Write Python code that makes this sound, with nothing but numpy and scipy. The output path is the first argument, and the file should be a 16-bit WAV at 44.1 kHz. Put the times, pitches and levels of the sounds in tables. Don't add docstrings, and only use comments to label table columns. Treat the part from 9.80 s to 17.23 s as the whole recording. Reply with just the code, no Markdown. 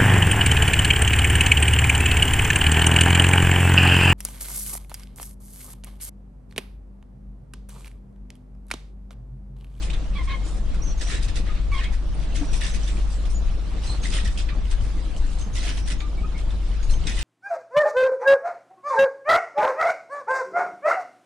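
import sys
import numpy as np
from scipy import signal
from scipy.fft import rfft, irfft, next_fast_len
from scipy.io import wavfile
from scipy.ndimage import uniform_filter1d, map_coordinates

SR = 44100
rng = np.random.default_rng(int(sys.argv[2]) if len(sys.argv) > 2 else 0)


def how_loud(loudness_db):
    steps = np.asarray(loudness_db, float) / 20
    return 10 ** steps


def digitize_waveform(pressure):
    field = np.atleast_2d(pressure).T
    bounded = np.clip(field, -1, 1)
    quanta = np.round(bounded * 32767).astype(np.int16)
    wavfile.write(sys.argv[1], SR, quanta)


N = 327663
T = np.arange(N) / SR

# [t/s, peak/dB, ring f/Hz]
SHELL_TAPS = [(0.1004, -25, 2470), (0.1321, -26.5, 3900), (0.945, -33, 1510), (1.5566, -28, 3460),
              (1.425, -34, 4000), (2.9393, -30, 2150), (2.809, -31, 3000), (4.322, -31, 2600),
              (4.447, -33, 2620), (6.0746, -33, 5700), (1.272, -28, 2310), (1.7526, -32, 2600),
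              (1.919, -24, 2300), (2.0354, -34, 2230), (2.556, -23, 2110), (2.731, -33, 2530),
              (2.817, -25, 1780), (3.17, -28, 2430), (4.035, -29, 2920), (4.2318, -28, 1730),
              (4.4754, -23.5, 3040), (4.6887, -30, 2000), (5.5134, -41, 1600), (6.102, -29, 2080),
              (6.204, -28, 2340), (6.9166, -32, 2980), (7.0983, -31, 2680)]
# [t/s, peak/dB, ring f/Hz]
CAR_TICKS = [(1.211, -37, 3820), (1.483, -30, 3770), (3.0774, -26, 3620), (3.454, -37, 3600),
             (4.5755, -25, 3250), (4.855, -29.5, 2980), (4.912, -27, 3210), (5.009, -31, 3040),
             (5.364, -27, 3000), (5.5865, -30, 4130), (5.623, -28.5, 3050), (5.753, -28, 5700),
             (5.9728, -29, 3170), (6.706, -28, 3570), (7.029, -30, 6600), (7.139, -25, 3120),
             (7.24, -27, 3060), (7.269, -19, 3860)]


def unit(x):
    return x / np.sqrt(np.mean(x ** 2) + 1e-20)


def along(points, hz):
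    f, v = np.transpose(points)
    return np.interp(np.log(hz + 1), np.log(f + 1), v)


def curve(rows):
    s, value = np.transpose(rows)
    return np.interp(T, s, value)


def wobble(rate_hz, count=N):
    knots = rng.standard_normal(int(count * rate_hz / SR) + 4)
    return map_coordinates(knots, [T[:count] * rate_hz])


def filtered(x, response):
    m = next_fast_len(N + 8192)
    return irfft(rfft(x, m) * response(np.fft.rfftfreq(m, 1 / SR)), m)[..., :N]


def shape(spectrum):
    return lambda hz: how_loud(along(spectrum, hz))


def steep_resonances(modes):
    def gain(f):
        total = 0
        for k, (centre, width, db) in enumerate(modes):
            total = total + (-1) ** k * how_loud(db) * 1j * f * width / (centre ** 2 - f ** 2 + 1j * f * width)
        return np.abs(total) ** 1.5
    return gain


def rush(gain, patchy_db, gritty_db=0):
    # [f/Hz, correlation]
    likeness = [(20, .84), (60, .55), (90, .35), (130, .66), (260, .66), (550, .68), (1150, .52),
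                (2400, .45), (5020, .25), (10500, -.2)]
    grit = how_loud(gritty_db * wobble(900))
    z = signal.stft(grit * rng.standard_normal((2, N)), nperseg=512)[2]
    field = uniform_filter1d(rng.standard_normal(z.shape[1:]), size=5, axis=0)
    field = uniform_filter1d(field, size=5, axis=1)
    pair = signal.istft(z * how_loud(patchy_db * unit(field)), nperseg=512)[1][:, :N]

    def mid_side_gain(hz):
        angle = np.arccos(np.clip(along(likeness, hz), -1, 1)) / 2
        return gain(hz) * np.array([np.cos(angle), np.sin(angle)])

    mid, side = filtered(pair, mid_side_gain)
    return unit(np.array([mid + side, mid - side]))


def fan():
    # [f/Hz, level/dB, left minus right/dB]
    motor = (47.65, -26, -.3)
    # [t/s, level/dB]
    gusts = [(0, -27), (.7, -27), (1, -24), (1.5, -26), (2, -23.5), (3.6, -23.5), (4, -26), (4.6, -26),
             (4.9, -22.5), (5.5, -25), (6.3, -27), (6.9, -27), (7.15, -23), (7.43, -25)]
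    # [f/Hz, density/dB per Hz]
    gust_spectrum = [(6, -25), (12, -8), (18, -1.5), (24, 0), (32, -3), (40, -10), (52, -14), (60, -40),
                     (80, -120)]
    # [f/Hz, level/dB]
    draught_spectrum = [(25, -120), (38, -25), (52, 0), (64, -1), (78, -3), (90, -8), (110, -13),
                        (140, -30), (200, -120)]
    hz, hum_db, lean_db = motor
    phase = 2 * np.pi * np.cumsum(hz + .1 * wobble(3)) / SR
    hum = how_loud(hum_db + 3 + 1.4 * wobble(2.5)) * np.sin(phase)
    buffet = how_loud(curve(gusts)) * rush(shape(gust_spectrum), patchy_db=0.5)
    draught = how_loud(-34.5 + 1.2 * wobble(5)) * rush(shape(draught_spectrum), patchy_db=1.5)
    return hum * how_loud([[lean_db / 2], [-lean_db / 2]]) + buffet + draught


def rolling():
    # [t/s, wheel rumble/dB]
    push = [(0.0, -40), (1.34, -40), (1.47, -39.5), (2.19, -41.5), (2.4, -39), (2.59, -37), (3.0, -39.5),
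            (3.79, -39.5), (4.07, -36.5), (4.45, -39.5), (4.95, -39.5), (5.63, -39.5), (6.31, -40.5),
            (7.06, -40), (7.22, -36.5), (7.43, -44)]
    # [f/Hz, density/dB per Hz]
    wheel_spectrum = [(56, -63), (95, -7.5), (124, -6), (187, -5.5), (236, -12.5), (313, -11), (365, -17),
                      (645, -20), (839, -23), (1200, -26), (1300, -28.5), (1690, -36.5), (2860, -120)]
    # [f/Hz, level/dB]
    tile_spectrum = [(300, -120), (700, -22), (1150, -1), (2000, -2), (3200, -2), (4100, -3.5), (5000, -7),
                     (6300, -8.5), (8000, -10), (10000, -13), (11000, -20)]
    rumble_db = curve(push)
    hiss_db = -49 + 0.87 * (rumble_db - rumble_db.mean())
    rumble = rush(shape(wheel_spectrum), patchy_db=2, gritty_db=2.0)
    hiss = rush(shape(tile_spectrum), patchy_db=2.5, gritty_db=-0.24)
    return how_loud(rumble_db + 0.97 * wobble(13)) * rumble + how_loud(hiss_db + 0.81 * wobble(8.7)) * hiss


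def rubbed(table, width, level_db):
    out = np.zeros((2, N))
    for s, length_s, hz, glide_hz, db in table:
        n = round(length_s * SR)
        u = np.arange(n) / n
        phase = 2 * np.pi * np.cumsum(hz + glide_hz * u) / SR
        a, b, c, d = (wobble(width * hz, count=n) for _ in range(4))
        mid = a * np.sin(phase) + b * np.cos(phase)
        side = c * np.sin(phase) + d * np.cos(phase)
        swell = how_loud(db + level_db) * np.clip(np.minimum(u / .12, (1 - u) / 0.28), 0, 1)
        start = round(s * SR)
        out[:, start:][:, :n] += (swell * [mid + .5 * side, mid - .5 * side])[:, :N - start]
    return out


def shell_rings():
    # [start t/s, length/s, f/Hz, glide/Hz, peak/dB]
    truck_rings = [(.02, 0.024, 3100, -200, -43), (1.21, .04, 8240, -100, -44),
                   (1.225, 0.072, 5780, 52, -42), (1.275, .09, 2010, -250, -39),
                   (1.3, .09, 8400, -500, -46), (1.4, .06, 3810, 0, -49), (1.48, 0.032, 4970, 0, -49),
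                   (1.485, 0.018, 2600, 0, -42), (1.558, 0.033, 1950, -2, -42),
                   (1.99, 0.049, 1860, -50, -39), (2.13, 0.022, 1445, 398, -47),
                   (2.575, 0.043, 6360, -200, -45), (2.732, 0.028, 2500, -100, -44),
                   (2.74, .03, 7850, 0, -47), (2.765, 0.051, 5670, 0, -47), (2.812, .065, 1750, 48, -38),
                   (2.815, .05, 2870, -200, -41), (2.86, .06, 7940, 0, -43), (2.9, 0.058, 6200, 0, -43),
                   (2.955, .035, 4700, 2, -48), (3.01, .035, 3100, -2, -50), (3.03, .03, 5940, 0, -44),
                   (4.235, .04, 3470, 0, -47), (4.248, .025, 2000, 0, -35), (4.325, .075, 1910, -100, -42),
                   (4.33, .07, 8460, -200, -42), (4.33, 0.07, 2900, 0, -41), (4.45, .045, 1906, -100, -38),
                   (4.59, .03, 8400, 0, -54), (5.76, .035, 2030, -2, -38), (5.78, 0.044, 4050, -100, -42),
                   (5.82, 0.027, 2090, 0, -40), (5.86, 0.068, 2980, 100, -38),
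                   (7.275, 0.057, 1910, -2, -40.5), (7.36, .065, 2000, -100, -40.5),
                   (7.37, 0.044, 3000, -3, -39), (7.35, 0.079, 8350, 0, -50)]
    # [start t/s, length/s, f/Hz, glide/Hz, peak/dB]
    deck_rings = [(6.025, .055, 5650, 50, -47), (5.73, .04, 6450, -100, -45),
                  (5.752, .035, 5600, -100, -43), (2.81, .06, 4700, 50, -46), (2.88, .03, 3950, 0, -44),
                  (6.1, .03, 8300, 0, -45), (.49, .07, 3100, 0, -46), (.355, .04, 3400, -50, -46),
                  (3.3, .055, 4750, 0, -50), (3.3, .1, 7750, 100, -51), (3.07, .03, 3500, 0, -43),
                  (6.08, .05, 2060, 0, -44), (6.205, .04, 2300, 80, -46), (2.13, .025, 1900, 0, -46),
                  (1.2, .035, 1900, 0, -45), (4.59, .04, 3200, 0, -50), (5.84, .04, 680, 0, -46),
                  (4.45, .03, 5600, 0, -45)]
    return rubbed(truck_rings + deck_rings, width=.12, level_db=-4)


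def contacts():
    # [t/s, strength/dB, pace (1 = usual spacing)]
    wheel_turns = [
        (-.297, -2, 0.98),
        (1.221, 0.4, 1.013),
        (2.751, -0.4, 0.96),
        (4.258, .7, 0.99),
        (5.776, 0.45, 0.944),
        (7.281, -0.5, 1.2),
    ]
    # [t after its start/s, level/dB, hollow/dB, sharp/dB, rise/s]
    turn_shakes = [
        (0, -41, -5.5, 3, 0.029),
        (.06, -46, -21, 2.5, 0.045),
        (.115, -39, 0, 1, 0.046),
        (0.21, -42, -3.5, 2.5, .022),
        (0.344, -42, -2.5, 2, 0.02),
    ]
    # [t/s, level/dB, brightness/dB, rise/s]
    single_scuffs = [(0.101, -42.5, -3, 0.0036), (.136, -41, -6.5, 0.0024), (0.505, -43, -34, 0.023),
                     (.672, -53, 5, 0.016), (.748, -68, 18, 0.063), (.948, -52, -1, .007),
                     (1.04, -69, 12, .011), (1.082, -69, 14, .008), (1.491, -43, -1.5, 0.014),
                     (1.775, -50, -19, 0.021), (1.967, -46, -4, 0.034), (2.039, -40, -5, 0.013),
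                     (2.137, -49.5, 3, 0.011), (2.557, -38.5, 2, 0.0092), (2.624, -53, 3, 0.057),
                     (2.837, -43, -16, 0.012), (3.328, -58, 10, 0.03), (1.33, -43, -6, .03),
                     (4.365, -44, -8, .03), (5.885, -45, -6, .02), (3.459, -48, -1, .0053),
                     (3.517, -62, 15.5, 0.016), (4.113, -61, 4, 0.017), (4.693, -40, -18, 0.0068),
                     (4.914, -41.5, 1, 0.011), (5.379, -61.5, 15, .01), (5.606, -54.5, 8.5, 0.03),
                     (6.12, -43, 3, 0.0072), (6.209, -42, -14, 0.0096), (6.594, -48.5, -0.5, 0.016),
                     (7.118, -51, 7, 0.034), (7.275, -38, 4.5, 0.0047), (7.412, -54, -6, 0.031)]
    # [t/s, level/dB, brightness/dB, fall/s]
    trailing_drags = [(1.674, -46.5, -16, .04), (1.995, -43, -9, 0.045), (2.413, -52, -2.5, 0.043),
                      (3.008, -52, 5, 0.14), (3.174, -51.5, -5, .042), (4.038, -47.5, 4.5, 0.073),
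                      (5.02, -56.5, 5, 0.093), (5.468, -64, 13, 0.045), (5.516, -53, 4.5, 0.025),
                      (6.708, -52, 0, 0.024), (6.878, -61, 6, .1), (7.031, -49, 2.5, 0.012),
                      (7.29, -38.5, -2, 0.019), (2.45, -69, -25, 0.09), (6.079, -42.5, 4, 0.012),
                      (.36, -50, -22, .05), (4.255, -43, -25, 0.014), (1.563, -45, -2, .02),
                      (4.52, -54, 3, .05), (4.582, -51, 0, .02), (.455, -56, 6, .008), (2.57, -47, -2, .03),
                      (5.93, -53, 3, .04), (6.115, -50, -20, .02)]

    def fall_s(rise_s):
        return 0.0081 + 0.37 * rise_s

    def hollow_db(bright_db):
        return -2 - 0.11 * bright_db

    rows = []
    for s, turn_db, pace in wheel_turns:
        for after_s, db, low_db, high_db, rise_s in turn_shakes:
            rows.append((s + pace * after_s, turn_db + db, low_db, high_db, rise_s, fall_s(rise_s)))
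    for s, db, bright_db, rise_s in single_scuffs:
        rows.append((s, db, hollow_db(bright_db), bright_db, rise_s, fall_s(rise_s)))
    for s, db, bright_db, tail_s in trailing_drags:
        rows.append((s, db, hollow_db(bright_db), bright_db, 0.017, tail_s))
    return rows


def scuffs():
    # [f/Hz, width/Hz, level/dB]
    hollow_modes = [(1540, 770, -4), (1850, 250, 2.5), (2250, 560, -4)]
    # [f/Hz, width/Hz, level/dB]
    body_modes = [(2467, 220, -3.5), (2980, 620, -2.5), (3520, 680, 0), (4254, 1350, -5.5)]
    # [f/Hz, width/Hz, level/dB]
    sharp_modes = [(4680, 1050, -4.5), (6020, 1200, -2), (6680, 620, -0.5), (8210, 1350, -4),
                   (10350, 1400, -8.5)]
    # [f/Hz, width/Hz, level/dB]
    chassis_modes = [(300, 120, 0), (620, 250, -4), (1000, 300, -7)]
    tap_times = [tap[0] for tap in SHELL_TAPS + CAR_TICKS]
    power = np.zeros((4, N))
    for s, db, hollow_db, sharp_db, rise_s, fall_s in contacts():
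        span = slice(*np.searchsorted(T, [s - 3 * rise_s, s + 6 * fall_s]))
        t = T[span]
        start = np.exp(-.9 * (np.abs(s - t) / rise_s) ** 2.8)
        earliest = s - max(.025, 1.3 * rise_s)
        lead = [tap for tap in tap_times if earliest < tap < s + .003]
        if lead:
            start = np.where(t < min(lead), .14 * start, np.maximum(start, .52))
        finish = np.exp(-.9 * (np.abs(t - s) / fall_s) ** 1.5)
        group_db = [[db + hollow_db], [db], [db + sharp_db], [db - 7.0]]
        power[:, span] += how_loud(group_db) ** 2 * np.where(t < s, start, finish)
    out = np.zeros((2, N))
    for p, modes in zip(power, (hollow_modes, body_modes, sharp_modes, chassis_modes)):
        out += np.sqrt(p) * rush(steep_resonances(modes), patchy_db=2.2, gritty_db=3.7)
    return out


def blows(table, crack_db, attack_s):
    out, t = np.zeros(N + SR), np.arange(SR // 4) / SR
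    for s, db, hz, t60_s in table:
        ring = np.sin(2 * np.pi * hz * t) * how_loud(-60 * t / t60_s) * (1 - np.exp(-t / attack_s))
        crack = how_loud(crack_db - 60 * t / 0.0039) * rng.standard_normal(len(t))
        out[round(s * SR):][:len(t)] += how_loud(db) * (ring + crack)
    return out[:N]


def taps():
    rows = [(*tap, .018) for tap in SHELL_TAPS + CAR_TICKS]
    return how_loud(-6) * blows(rows, crack_db=-7, attack_s=.0002)


def thumps():
    # [t/s, peak/dB, f/Hz, t60/s]
    floor_blows = [(.91, -17, 248, 0.049), (2.609, -11, 287, 0.1), (5.66, -19, 205, .1),
                   (5.27, -23, 300, .05), (7.07, -18, 105, .12), (2.617, -17.5, 710, 0.036),
                   (4.468, -2, 60, 0.1), (1.46, -17, 105, .12), (4.2, -24, 480, .06), (7.29, -22, 220, .08),
                   (7.07, -8.5, 22.5, 0.4), (7.272, -35, 307, 0.04), (2.4, -23.5, 148, 0.094),
                   (2.56, -22, 420, .04), (2.622, -19, 478, .03), (2.63, -20, 910, 0.029),
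                   (.34, -22, 188.3, 0.088), (1.38, -20.5, 106, 0.11), (1.9, -15, 85, 0.14),
                   (3.55, -22.5, 191, 0.105), (4.086, -19, 103, 0.122), (4.43, -18, 195, 0.077),
                   (5.0, -16.5, 97, 0.18), (5.44, -21, 278, 0.073), (5.73, -18, 97, .1)]
    return blows(floor_blows, crack_db=-56, attack_s=0.017)


def squeal(table, jitter, flutter_db, overtones_db=(), hold=0.5):
    out = np.zeros(N)
    for s, length_s, hz, glide_hz, db in table:
        n = round(length_s * SR)
        u = np.arange(n) / n
        level_db = db + np.interp(u, [0, 0.32, hold, 1], [-2.5, 0, 0, -13])
        gate = np.clip(np.minimum(u, 1 - u) * length_s / 0.0025, 0, 1)
        pitch_hz = (hz + glide_hz * u) * (1 + jitter * wobble(300.7, count=n))
        phase = 2 * np.pi * np.cumsum(pitch_hz) / SR
        for k, partial_db in enumerate([0, *overtones_db]):
            level = how_loud(level_db + partial_db + flutter_db * wobble(121, count=n))
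            out[round(s * SR):][:n] += gate * level * np.sin((k + 1) * phase)
    return out


def hitch_creaks():
    # [start t/s, length/s, f/Hz, glide/Hz, peak/dB]
    hitch_slips = [
        (.35, 0.036, 1125, 55, -43),
        (.383, 0.045, 1085, -70, -37.5),
        (.474, 0.097, 1082, -4, -36),
        (1.917, .04, 1150, -45, -37.5),
        (1.945, 0.062, 1094, -36, -33),
        (4.7, 0.047, 1160, 17, -47),
    ]
    return squeal(hitch_slips, jitter=0.016, flutter_db=2.8, overtones_db=[-1, -15, -24], hold=.75)


def axle_squeaks():
    # [start t/s, length/s, f/Hz, glide/Hz,
    # peak/dB]
    rear_slips = [(1.018, 0.023, 5700, 88, -37), (1.03, 0.095, 6360, -83, -45.5),
                  (1.07, 0.092, 5770, 42, -46.5), (1.175, .022, 6460, -50, -46.5),
                  (1.193, .012, 5710, 0, -46), (1.945, 0.062, 3280, -60, -42), (1.69, 0.033, 1225, 36, -40),
                  (2.036, .022, 2080, 40, -42), (2.054, .02, 2170, 30, -34), (2.07, .035, 2260, -60, -38.5),
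                  (2.042, 0.038, 3250, 4, -39), (1.982, 0.031, 2930, -30, -39),
                  (.495, 0.071, 3050, -80, -48), (.54, .045, 3230, 50, -51), (1.915, .028, 2310, -40, -40),
                  (.352, .035, 2270, 70, -40), (.388, .025, 2100, -40, -46), (2.0, .025, 2480, 60, -43),
                  (1.945, .03, 4330, 0, -55), (2.345, .02, 8930, 0, -52), (.5, 0.056, 1695, -24, -44),
                  (2.615, 0.19, 5760, -20, -50), (4.05, 0.068, 6340, 200, -49),
                  (4.215, 0.043, 6400, 2, -44.5), (5.59, 0.092, 6320, -38, -46.5),
                  (6.18, 0.056, 6680, -27, -50), (6.375, .04, 2260, -10, -42), (6.43, 0.048, 2490, 35, -52),
                  (6.55, 0.056, 2200, -32, -44), (7.118, 0.064, 6300, -31, -41.5),
                  (7.025, 0.057, 6660, -38, -51)]
    # [start t/s, length/s, f/Hz, glide/Hz, peak/dB]
    car_slips = [
        (.635, 0.11, 6900, -30, -52),
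        (3.543, 0.05, 6930, -10, -38),
        (6.215, .065, 1185, 20, -42.5),
        (6.432, .033, 1250, 20, -39),
    ]
    # [start t/s, length/s, f/Hz, glide/Hz, peak/dB]
    front_slips = [
        (1.34, 0.059, 3870, 70, -44),
        (4.068, 0.092, 4070, 198, -35.5),
        (7.092, 0.035, 4070, 90, -42.5),
    ]
    out = squeal(rear_slips, jitter=.019, flutter_db=3.8)
    out += squeal(car_slips, jitter=.005, flutter_db=2.5)
    return out + squeal(front_slips, jitter=.016, flutter_db=4.5, overtones_db=[-17])


def squeak_rasps():
    # [start t/s, length/s, f/Hz, glide/Hz, peak/dB]
    halos = [(1.03, .11, 6150, -150, -44), (1.075, .07, 5700, 0, -46), (1.918, .09, 2300, -60, -42),
             (1.94, .07, 3280, -30, -44), (2.0, .06, 1850, -50, -43), (.352, .05, 3380, -60, -46),
             (6.54, .07, 2200, 0, -47), (4.09, .09, 4150, 120, -44)]
    return rubbed(halos, width=.1, level_db=-4)


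def room(x):
    # [f/Hz, t60/s]
    decay = [(200, .35), (2000, .28), (10000, .15)]
    hz, t, z = signal.stft(rng.standard_normal((2, SR // 2)), SR, nperseg=256)
    tail = signal.istft(z * how_loud(-60 * t / along(decay, hz)[:, None]), SR, nperseg=256)[1]
    delayed = np.pad(x, (150, 0))[None]
    return signal.fftconvolve(delayed, tail / np.linalg.norm(tail[0]), axes=1)[:, :N]


def scene():
    near = axle_squeaks() + hitch_creaks() + taps()
    scuff = scuffs() + shell_rings()
    wet = room(how_loud(-10.5) * near + how_loud(-6.0) * scuff.mean(0))
    return near + scuff + wet + thumps() + rolling() + fan() + squeak_rasps()


def dropouts(x):
    # [f/Hz, share missing 0-1]
    thin_loss = [(4200, 0), (5000, .06), (6400, .1), (7200, .28), (8200, .16), (9200, .45), (9900, .16),
                 (10400, .25), (10850, .65), (11050, 1.5)]
    # [f/Hz, share missing 0-1]
    broad_loss = [(7500, -.01), (8500, .05), (9500, .1), (10500, .16)]
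    hz, _, z = signal.stft(x, SR, nperseg=1024)
    size = np.abs(z).mean(0)
    treble_db = 20 * np.log10(size[120:250].mean(0) + 1e-20)
    quiet = np.clip(1 - (treble_db - np.median(treble_db)) / 25, .9, 1.5)
    keep = np.ones(size.shape, bool)
    for bins, frames, loss in [(4, 10, thin_loss), (20, 5, broad_loss)]:
        field = rng.standard_normal((len(hz) // bins + 1, size.shape[1]))
        field = uniform_filter1d(field, size=frames, axis=1)
        rank = field.argsort(None).argsort().reshape(field.shape) / field.size
        rank = np.repeat(rank, bins, axis=0)
        keep &= rank[:len(hz)] > along(loss, hz)[:, None] * quiet
    keep |= (size > 3.5 * how_loud(treble_db)) & (hz[:, None] < 10000)
    return signal.istft(z * np.maximum(keep, how_loud(-36)), SR, nperseg=1024)[1][:, :N]


def band_limit(x):
    return signal.sosfilt(signal.butter(12, 11110, fs=SR, output="sos"), x)


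def record(dry):
    # [f/Hz, left minus right/dB]
    lean = [(30, 3), (75, 3), (125, -.2), (300, .2), (600, -.8), (1200, -2), (2400, -1.5), (5000, -2.3),
            (10000, -2)]

    def colour(hz):
        return how_loud(along(lean, hz) / 2 * np.array([[1], [-1]])) * (hz < 11050)

    return band_limit(dropouts(filtered(dry, colour)))


dry = scene()
out = record(dry)
digitize_waveform(out)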